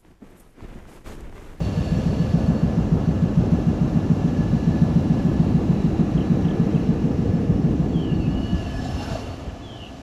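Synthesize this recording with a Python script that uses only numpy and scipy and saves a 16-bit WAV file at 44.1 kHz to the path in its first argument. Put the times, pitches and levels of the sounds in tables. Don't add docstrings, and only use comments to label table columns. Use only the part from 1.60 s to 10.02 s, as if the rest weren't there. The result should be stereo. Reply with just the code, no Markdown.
import sys
import numpy as np
from scipy import signal
from scipy.fft import rfft, irfft, next_fast_len
from scipy.io import wavfile
from scipy.ndimage import uniform_filter1d, map_coordinates

SR = 44100
rng = np.random.default_rng(int(sys.argv[2]) if len(sys.argv) > 2 else 0)


def unload_wav(signal):
    wavfile.write(
        sys.argv[1],
        SR,
        np.round(np.clip(np.atleast_2d(signal).T, -1, 1) * 32767).astype(np.int16),
    )


N = 371322
SIZE = next_fast_len(N, True)
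TIME, HZ = np.arange(N) / SR, np.fft.rfftfreq(SIZE, 1 / SR)

# t/s, level/dB, first echo/dB
BLOWS = [(0.0104, -14.5, -4.0), (0.1691, -13.5, 0.0), (0.3173, -9.5, -5.5), (0.4572, -9.5, -3.5),
         (0.5952, -10.0, -0.5), (0.7366, -6.5, -3.5), (0.8807, -8.0, -1.0), (1.0257, -8.5, 0.5),
         (1.171, -9.0, 0.0), (1.3178, -8.0, -1.0), (1.4702, -9.5, 1.5), (1.621, -9.5, 1.0),
         (1.7706, -6.5, -2.0), (1.9187, -7.5, -1.0), (2.064, -9.5, 2.5), (2.2086, -7.5, -0.5),
         (2.3526, -8.5, 0.5), (2.4967, -8.0, 0.5), (2.641, -8.5, 0.0), (2.7853, -10.0, 1.5),
         (2.9285, -9.0, 0.5), (3.0706, -7.5, -1.0), (3.213, -6.5, -0.5), (3.3551, -7.0, -1.0),
         (3.4992, -7.5, -1.0), (3.6457, -7.5, -2.0), (3.7939, -7.0, -3.5), (3.9426, -7.5, -3.0),
         (4.0909, -7.5, -3.0), (4.2401, -8.5, -0.5), (4.3918, -10.0, 2.0), (4.5466, -9.0, -1.5),
         (4.6985, -9.5, 0.5), (4.8474, -9.0, -1.5), (4.9938, -7.5, -4.0), (5.1394, -9.5, 0.0),
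         (5.286, -9.5, -1.5), (5.4342, -9.0, -3.0), (5.5838, -9.5, -2.0), (5.7346, -9.5, -1.0),
         (5.8864, -10.0, -0.5), (6.0392, -8.5, -0.5), (6.1928, -9.0, -3.0), (6.3519, -11.0, -2.0),
         (6.5137, -10.0, -6.0), (6.6734, -11.0, -3.0)]
# t/s, level/dB
GROUND_BOOM = [(0, -11), (.7, -21), (1.8, -21), (2.2, -28), (3.8, -26), (4.6, -16), (5.2, -25), (5.8, -20)]
# delay/s, f/Hz, half length/s
BOOM_PULSE = (0.05, 66, 0.043)
# delay/s, level/dB, f/Hz, half length/s
WALL_PATHS = [(.0092, 0, 172, .007), (.0217, -.4, 190, .0062), (.0391, -10, 135, .005),
              (.0528, -9.5, 155, .006), (.0722, -17, 470, .0024), (.0741, -10, 195, .005),
              (.0934, -11, 195, .0065), (.1025, -14, 220, .003), (.1128, -14, 215, .004)]


def breaker(thud_db=-0.62, wander_share=.009, wander_db=2.2, alike_blows=3,
            give_s=6.52, give_half_s=.14, give_drop_share=.14, uneven_share=.03):
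    t, out = TIME[:SR // 5], np.zeros(N)
    boom_delay_s, boom_hz, boom_half_s = BOOM_PULSE
    chance = rng.standard_normal((len(BLOWS), 2, len(WALL_PATHS)))
    chance = unit(uniform_filter1d(chance, size=alike_blows, axis=0))
    for (s, strength_db, echo_db), (late, loud) in zip(BLOWS, chance):
        firmness = 1 - give_drop_share * bump(s - give_s, give_half_s) + uneven_share * loud[0]
        extra_db = np.r_[0, echo_db, wander_db * loud[2:]]
        blow = np.zeros(len(t))
        for (delay_s, db, hz, half_s), extra, lag in zip(WALL_PATHS, extra_db, late):
            arrival_s = delay_s * (1 + wander_share * lag)
            blow += amp(db + extra) * thud(t - arrival_s, hz * firmness, half_s)
        boom_db = np.interp(s, *np.transpose(GROUND_BOOM))
        boom = amp(boom_db) * thud(t - boom_delay_s, boom_hz, boom_half_s)
        smooth_onset = 1 - bump(t, 0.00092)
        add(out, s, amp(strength_db + thud_db) * (blow + boom) * smooth_onset)
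    return out


def thud(t, hz, half_s):
    return bump(t, half_s) * np.sin(2 * np.pi * hz * t)


# f/Hz, density/(dB per Hz)
CLATTER_SPECTRUM = [(30, -44), (62, 0), (90, -6), (125, -4.5), (195, 3.5), (240, -2.5), (320, -10.5),
                    (470, -17.5), (750, -17.5), (1100, -28), (2000, -38), (3500, -62)]


def courtyard(level_db=-29):
    return amp(level_db) * echoes(amp(read(CLATTER_SPECTRUM)))


def echoes(gain, t60_s=1.3, build_s=.03):
    s, strength_db, _ = np.transpose(BLOWS)
    at, t = np.round(s * SR).astype(int), TIME[:SR]
    turn = np.pi * s / s[-1]
    envelope = amp(-60 * t / t60_s) * (1 - bump(t, build_s))
    tails = noise(gain)[:, :2 * SR].reshape(2, 2, SR) * envelope
    shares = np.cos(turn), np.sin(turn)
    strikes = np.array([np.bincount(at, share * amp(strength_db), N) for share in shares])
    return unit(signal.fftconvolve(strikes[None], tails, axes=2).sum(1)[:, :N])


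# f/Hz, width/Hz, level/dB, heading/ms, spread/ms, level facing away/dB
YARD_MODES = [(312, 50, -35.5, .3, .07, -14), (452, 57, -37, .35, .05, -10), (510, 220, -38, -.2, .3, -14)]


def resonances(fade_db_per_s=16.0, engine_power_share=0.57):
    heading_ms, out = curves(HEADING)[0], 0
    for hz, width_hz, db, best_ms, spread_ms, away_db in YARD_MODES:
        mode = peak(hz, width_hz)
        engine = np.sqrt(engine_power_share) * amp(lull(fade_db_per_s)) * noise(mode)
        blows = np.sqrt(1 - engine_power_share) * echoes(mode)
        facing = amp(away_db) + bump(heading_ms - best_ms, spread_ms)
        out = out + amp(db) * facing * (engine + blows)
    return out


# f/Hz, width/Hz, level/dB
STEADY_MODES = [(1525, 40, -63), (2746, 16, -65), (2890, 26, -66), (5600, 27, -70.5), (5776, 50, -74),
                (5980, 30, -70), (6440, 50, -74), (7501, 28, -73.5)]
# f/Hz, width/Hz, level/dB, gain per treble rise/(dB per dB)
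BITING_MODES = [(1715, 35, -52.4, .5), (2780, 24, -62.5, 1.2), (3945, 100, -66.5, .5), (4432, 24, -64, 1.1),
                (5285, 45, -68.5, .5)]
# t/s, half length/s, f/Hz, rise/dB
MODE_FLARES = [(.3, .42, 4432, 10), (.95, .18, 4432, 7.5), (3.0, .28, 1715, 3.5), (3.15, .4, 3945, 10),
               (4.25, .5, 3945, 12), (4.9, .6, 1715, 1.5), (5.2, .5, 3945, 7), (6.8, .55, 4432, 7.5),
               (6.85, .25, 1715, 4.5), (7.19, .1, 1715, 9), (7.38, .36, 5285, 17.5), (7.48, .3, 2780, 15.5),
               (7.6, .25, 4432, 9)]


def chisel(steady_db=2.0, fade_db_per_s=3.0, waver_db=2.0, same_mode_share=.07):
    bright_db, fade_db = brightness(), lull(fade_db_per_s)
    modes = sum(amp(db) * noise(peak(hz, width_hz)) for hz, width_hz, db in STEADY_MODES)
    ring = amp(steady_db + bright_db + fade_db / 2) * modes
    for hz, width_hz, db, follow in BITING_MODES:
        flare_db = sum(rise_db * bump(TIME - s, half_s) for s, half_s, mode_hz, rise_db in MODE_FLARES
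                       if abs(mode_hz / hz - 1) < same_mode_share)
        level_db = db + follow * bright_db + flare_db + fade_db + waver_db * drift(5.3)
        ring += amp(level_db) * ringing(hz, width_hz)
    return ring


def ringing(hz, width_hz, size=2200):
    x = noise(peak(hz, width_hz))
    power = abs(uniform_filter1d((x ** 2).mean(0), size))
    return unit(x / (power + 1e-9) ** .4)


# f/Hz, width/Hz, level/dB
NOOK_MODES = [(260, 32, 3.5), (678, 60, -0.5), (3020, 36, -10.5)]
# t/s, level/dB
NOOK_SWELL = [(0, -97.5), (6.5, -62), (7, -40.5), (7.3, -43), (7.55, -43), (7.8, -47.5), (8.0, -47),
              (8.42, -49.5)]
# t/s, f/Hz, width/Hz, half length/s, level/dB
SWISH_BURSTS = [(7.09, 675, 40, .045, -40.5), (7.28, 745, 90, .07, -43), (7.43, 810, 110, .05, -41),
                (7.49, 1450, 330, .07, -46.5), (7.55, 660, 60, .055, -37)]


def nook(rough_db=5.0):
    modes = sum(amp(db) * noise(peak(hz, width_hz)) for hz, width_hz, db in NOOK_MODES)
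    hollow = amp(curves(NOOK_SWELL)[0]) * modes
    return hollow + bursts(SWISH_BURSTS) * amp(rough_db * drift(61))


# t/s, half length/s, level/dB
WIND_PUFFS = [(6.78, 0.067, -21.5), (6.942, 0.018, -17.5), (7.08, 0.25, -25.5), (7.295, 0.0038, -16),
              (7.348, 0.016, -19.5), (7.52, 0.022, -19), (7.885, 0.014, -21.5)]
# f/Hz, density/(dB per Hz)
PUFF_SPECTRUM = [(15, -16), (40, 0.5), (65, 7), (110, -5), (200, -1.5), (1000, -78)]


def wind():
    return swells(WIND_PUFFS, PUFF_SPECTRUM) * amp([[-14], [0]])


# t/s, half length/s, level/dB
HAND_BRUSHES = [(7.265, 0.032, -50), (7.42, 0.031, -46), (7.54, 0.093, -47.5)]
# f/Hz, density/(dB per Hz)
BRUSH_SPECTRUM = [(600, -12), (1400, -4), (2200, -21), (3800, 15), (5500, 8), (7200, 6), (8500, -26),
                  (10900, -4), (12000, -17), (15000, -26)]


def hand(rustle_db=2):
    return swells(HAND_BRUSHES, BRUSH_SPECTRUM) * amp(rustle_db * drift(90))


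# t/s, f/Hz, level/dB, hoarseness/share of f
BIRD_WHISTLES = [
    [(6.335, 3450, -50, .01), (6.365, 3250, -42.5, .02), (6.44, 3000, -41, .04), (6.49, 2890, -38, .02),
     (6.525, 2800, -34, .022), (6.55, 2840, -54, .03)],
    [(6.57, 2830, -47, .02), (6.67, 2590, -41, .025), (6.71, 2720, -52, .02)],
    [(6.57, 2900, -47, .006), (6.68, 2860, -45, .012), (6.77, 2895, -38.5, .012), (6.85, 2935, -39, .012),
     (6.95, 2880, -39, .024), (7.05, 2720, -39.5, .018), (7.11, 2640, -52, .015), (7.17, 2490, -44, .015)],
    [(8.02, 3480, -48, .008), (8.06, 3380, -39.5, .012), (8.1, 3230, -42, .016), (8.17, 3010, -40, .026),
     (8.23, 2810, -32.5, .022), (8.27, 2920, -44, .035)],
    [(8.09, 3480, -53, .02), (8.13, 3420, -48, .03), (8.27, 3180, -48, .045)],
]
# t/s, length/s, from f/Hz, to f/Hz, level/dB
BIRD_CHIRPS = [(4.571, .023, 3600, 2580, -40), (4.601, .02, 3500, 2500, -39.5),
               (4.619, .012, 3150, 2850, -42), (4.847, .014, 3400, 2650, -42),
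               (4.879, .018, 3900, 2400, -40.5), (4.904, .017, 3750, 2600, -39.5),
               (5.145, .009, 3300, 3000, -42), (5.155, .028, 2800, 2550, -42),
               (5.192, .02, 3300, 2500, -41.5)]
# t/s, f/Hz, width/Hz, half length/s, level/dB
BIRD_RASPS = [(6.974, 4900, 202, 0.015, -52), (7.254, 3900, 400, 0.028, -49),
              (7.258, 7300, 700, 0.017, -51)]


def birds(direct_db=-3, echo_db=-5.5, rasp_hz=45, trees_t60_s=.3):
    song = np.zeros(N)
    for rows in BIRD_WHISTLES:
        hz, db, hoarse = curves(rows)
        sounding = (TIME > rows[0][0]) & (TIME < rows[-1][0])
        pitch_hz = hz * (1 + hoarse * drift(191.0))
        song += sounding * amp(db) * np.sin(2 * np.pi * np.cumsum(pitch_hz) / SR)
    for s, length_s, from_hz, to_hz, db in BIRD_CHIRPS:
        u = np.linspace(0, 1, round(length_s * SR))
        fall_hz = from_hz * (to_hz / from_hz) ** u
        chirp = np.sin(np.pi * u) * np.sin(2 * np.pi * np.cumsum(fall_hz) / SR)
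        add(song, s, amp(db) * chirp)
    tail = rng.standard_normal((2, SR)) * amp(-60 * TIME[:SR] / trees_t60_s)
    echo = signal.oaconvolve(song[None], tail / np.linalg.norm(tail[0]), axes=1)[:, :N]
    rattle = 1 + .5 * np.sin(2 * np.pi * rasp_hz * TIME)
    rasps = bursts(BIRD_RASPS) * rattle * amp([[-4], [3]])
    return amp(direct_db) * song + amp(echo_db) * echo + rasps


# t/s, midrange level/dB, treble level/dB
BACKGROUND_LEVELS = [(0.0, -41, -53.5), (0.28, -42, -52.5), (1.3, -43.5, -57.5), (3.33, -43, -56),
                     (4.81, -40, -57.5), (6.63, -44.5, -59.5), (7.04, -45, -54.5), (7.32, -45.5, -53),
                     (7.48, -40, -50), (7.78, -44, -57), (8.0, -47.5, -60), (8.42, -50.5, -58.5)]
# t/s, level/dB
ENGINE_LOAD = [(0, -24.5), (1, -28), (3.5, -27.5), (5.2, -30), (5.7, -27), (6.7, -29), (7.6, -35.5),
               (8.42, -43)]
# f/Hz, density/(dB per Hz)
RUMBLE_SPECTRUM = [(15, -42), (30, -15), (48, 1), (63, 1.5), (78, -0.5), (100, 2), (135, -7.5), (220, -36),
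                   (500, -93)]
ROAR_SPECTRUM = [(70, -15), (120, -2), (200, -4), (255, -1), (300, -4.5), (400, -10.5), (520, -24),
                 (800, -24), (2000, -81)]
DIN_SPECTRUM = [(250, 0.5), (480, 0.5), (720, 0), (950, -5.5), (1200, -4.5), (1500, -10.5), (2200, -16.5),
                (2800, -17), (3500, -44.5), (8000, -50)]
HISS_SPECTRUM = [(1200, 1), (2200, 2), (2800, 7), (3400, 4.5), (4800, 0.5), (6600, -2), (7700, -5.5),
                 (8600, -17), (11000, -28)]
FIZZ_SPECTRUM = [(7000, -26.5), (8500, -3.5), (9400, 5.5), (11000, 2), (12300, 0), (14000, -18),
                 (15000, -23), (15500, -54)]


def site(roar_db=-28, roar_db_per_ms=14, roar_follow=0.23, roar_fade_db_per_s=6.0,
         din_db=6.5, hiss_db=-48.5, fizz_db=-66, fizz_follow=1.34):
    roar_level_db = (roar_db + roar_follow * curves(BLOWS)[0]
                     + roar_db_per_ms * curves(HEADING)[0] + lull(roar_fade_db_per_s))
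    layers = [(RUMBLE_SPECTRUM, curves(ENGINE_LOAD)[0]),
              (ROAR_SPECTRUM, roar_level_db),
              (DIN_SPECTRUM, din_db + curves(BACKGROUND_LEVELS)[0]),
              (HISS_SPECTRUM, hiss_db + brightness()),
              (FIZZ_SPECTRUM, fizz_db + fizz_follow * brightness())]
    return sum(amp(level_db + .5 * drift(24)) * noise(amp(read(spectrum)))
               for spectrum, level_db in layers)


def brightness():
    treble_db = curves(BACKGROUND_LEVELS)[1]
    return treble_db - np.median(treble_db)


def lull(db_per_s, stop_s=6.7):
    return -db_per_s * np.maximum(TIME - stop_s, 0)


# t/s, left port lag/ms
HEADING = [(0, -.27), (.7, -.22), (1.25, .02), (1.8, .15), (3.3, .19), (4.3, .29), (5.7, .36), (6.75, .26),
           (7.7, -.23), (8.42, -.19)]
# f/Hz, left minus right/dB
PORT_TILT = [(60, -1.5), (150, -0.5), (600, -1.5), (1300, -1), (2400, -3), (4400, -3.5), (6500, -6.5),
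             (8500, 1), (13000, 4)]


def panned(x):
    lag = curves(HEADING)[0] * SR / 1000
    ports = [map_coordinates(port, [np.arange(N) + side * lag / 2], order=3, mode="mirror")
             for port, side in zip(x, (-1, 1))]
    colour = amp(np.outer([1, -1], read(PORT_TILT) / 2))
    return irfft(rfft(ports, SIZE) * colour, SIZE)[:, :N]


# f/Hz, shared power/share (limited to 0..1)
PORT_LIKENESS = [(30, -1), (70, 1), (150, 0.97), (300, 0.94), (700, 0.77), (1400, 0.43), (2800, -0.14),
                 (6000, 0.23), (12000, -0.33)]


def noise(gain):
    shared, left, right = rng.standard_normal((3, 2 * len(HZ))).view(complex)
    same = np.clip(read(PORT_LIKENESS), 0, 1)
    ports = np.sqrt(same) * shared + np.sqrt(1 - same) * np.array([left, right])
    return unit(irfft(gain * ports, SIZE)[:, :N])


def swells(rows, spectrum):
    envelope = sum(amp(db) * bump(TIME - s, half_s) for s, half_s, db in rows)
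    return noise(amp(read(spectrum))) * envelope


def bursts(rows):
    return sum(amp(db) * bump(TIME - s, half_s) * noise(peak(hz, width_hz))
               for s, hz, width_hz, half_s, db in rows)


def peak(hz, width_hz):
    return 1 / (1 + ((HZ - hz) / (0.63 * width_hz)) ** 2)


def bump(t, half):
    return np.exp(-(t / half) ** 2)


def drift(rate_hz):
    return unit(irfft(rfft(rng.standard_normal(SIZE)) * bump(HZ, rate_hz), SIZE)[:N])


def add(mix, s, sound):
    part = mix[max(round(s * SR), 0):][:len(sound)]
    part += sound[:len(part)]


def amp(db):
    return 10 ** (np.asarray(db) / 20)


def unit(x):
    return x / np.sqrt(np.mean(x ** 2) + 1e-20)


def read(points):
    hz, value = np.transpose(points)
    return np.interp(np.log(HZ + 1), np.log(hz + 1), value)


def curves(rows):
    s, *columns = np.transpose(rows)
    return [np.interp(TIME, s, column) for column in columns]


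def scene():
    machine = breaker() + courtyard() + resonances() + chisel()
    outdoors = panned(machine + nook() + birds() + site())
    return outdoors + wind() + hand()


def record(dry, edge_hz=15150):
    ends = np.minimum(np.minimum(TIME, TIME[::-1]) / .004, 1)
    low_pass = signal.firwin(511, edge_hz, window=("kaiser", 9), fs=SR)
    return signal.oaconvolve(dry * ends, low_pass[None], "same")


dry = scene()
out = record(dry)
unload_wav(out)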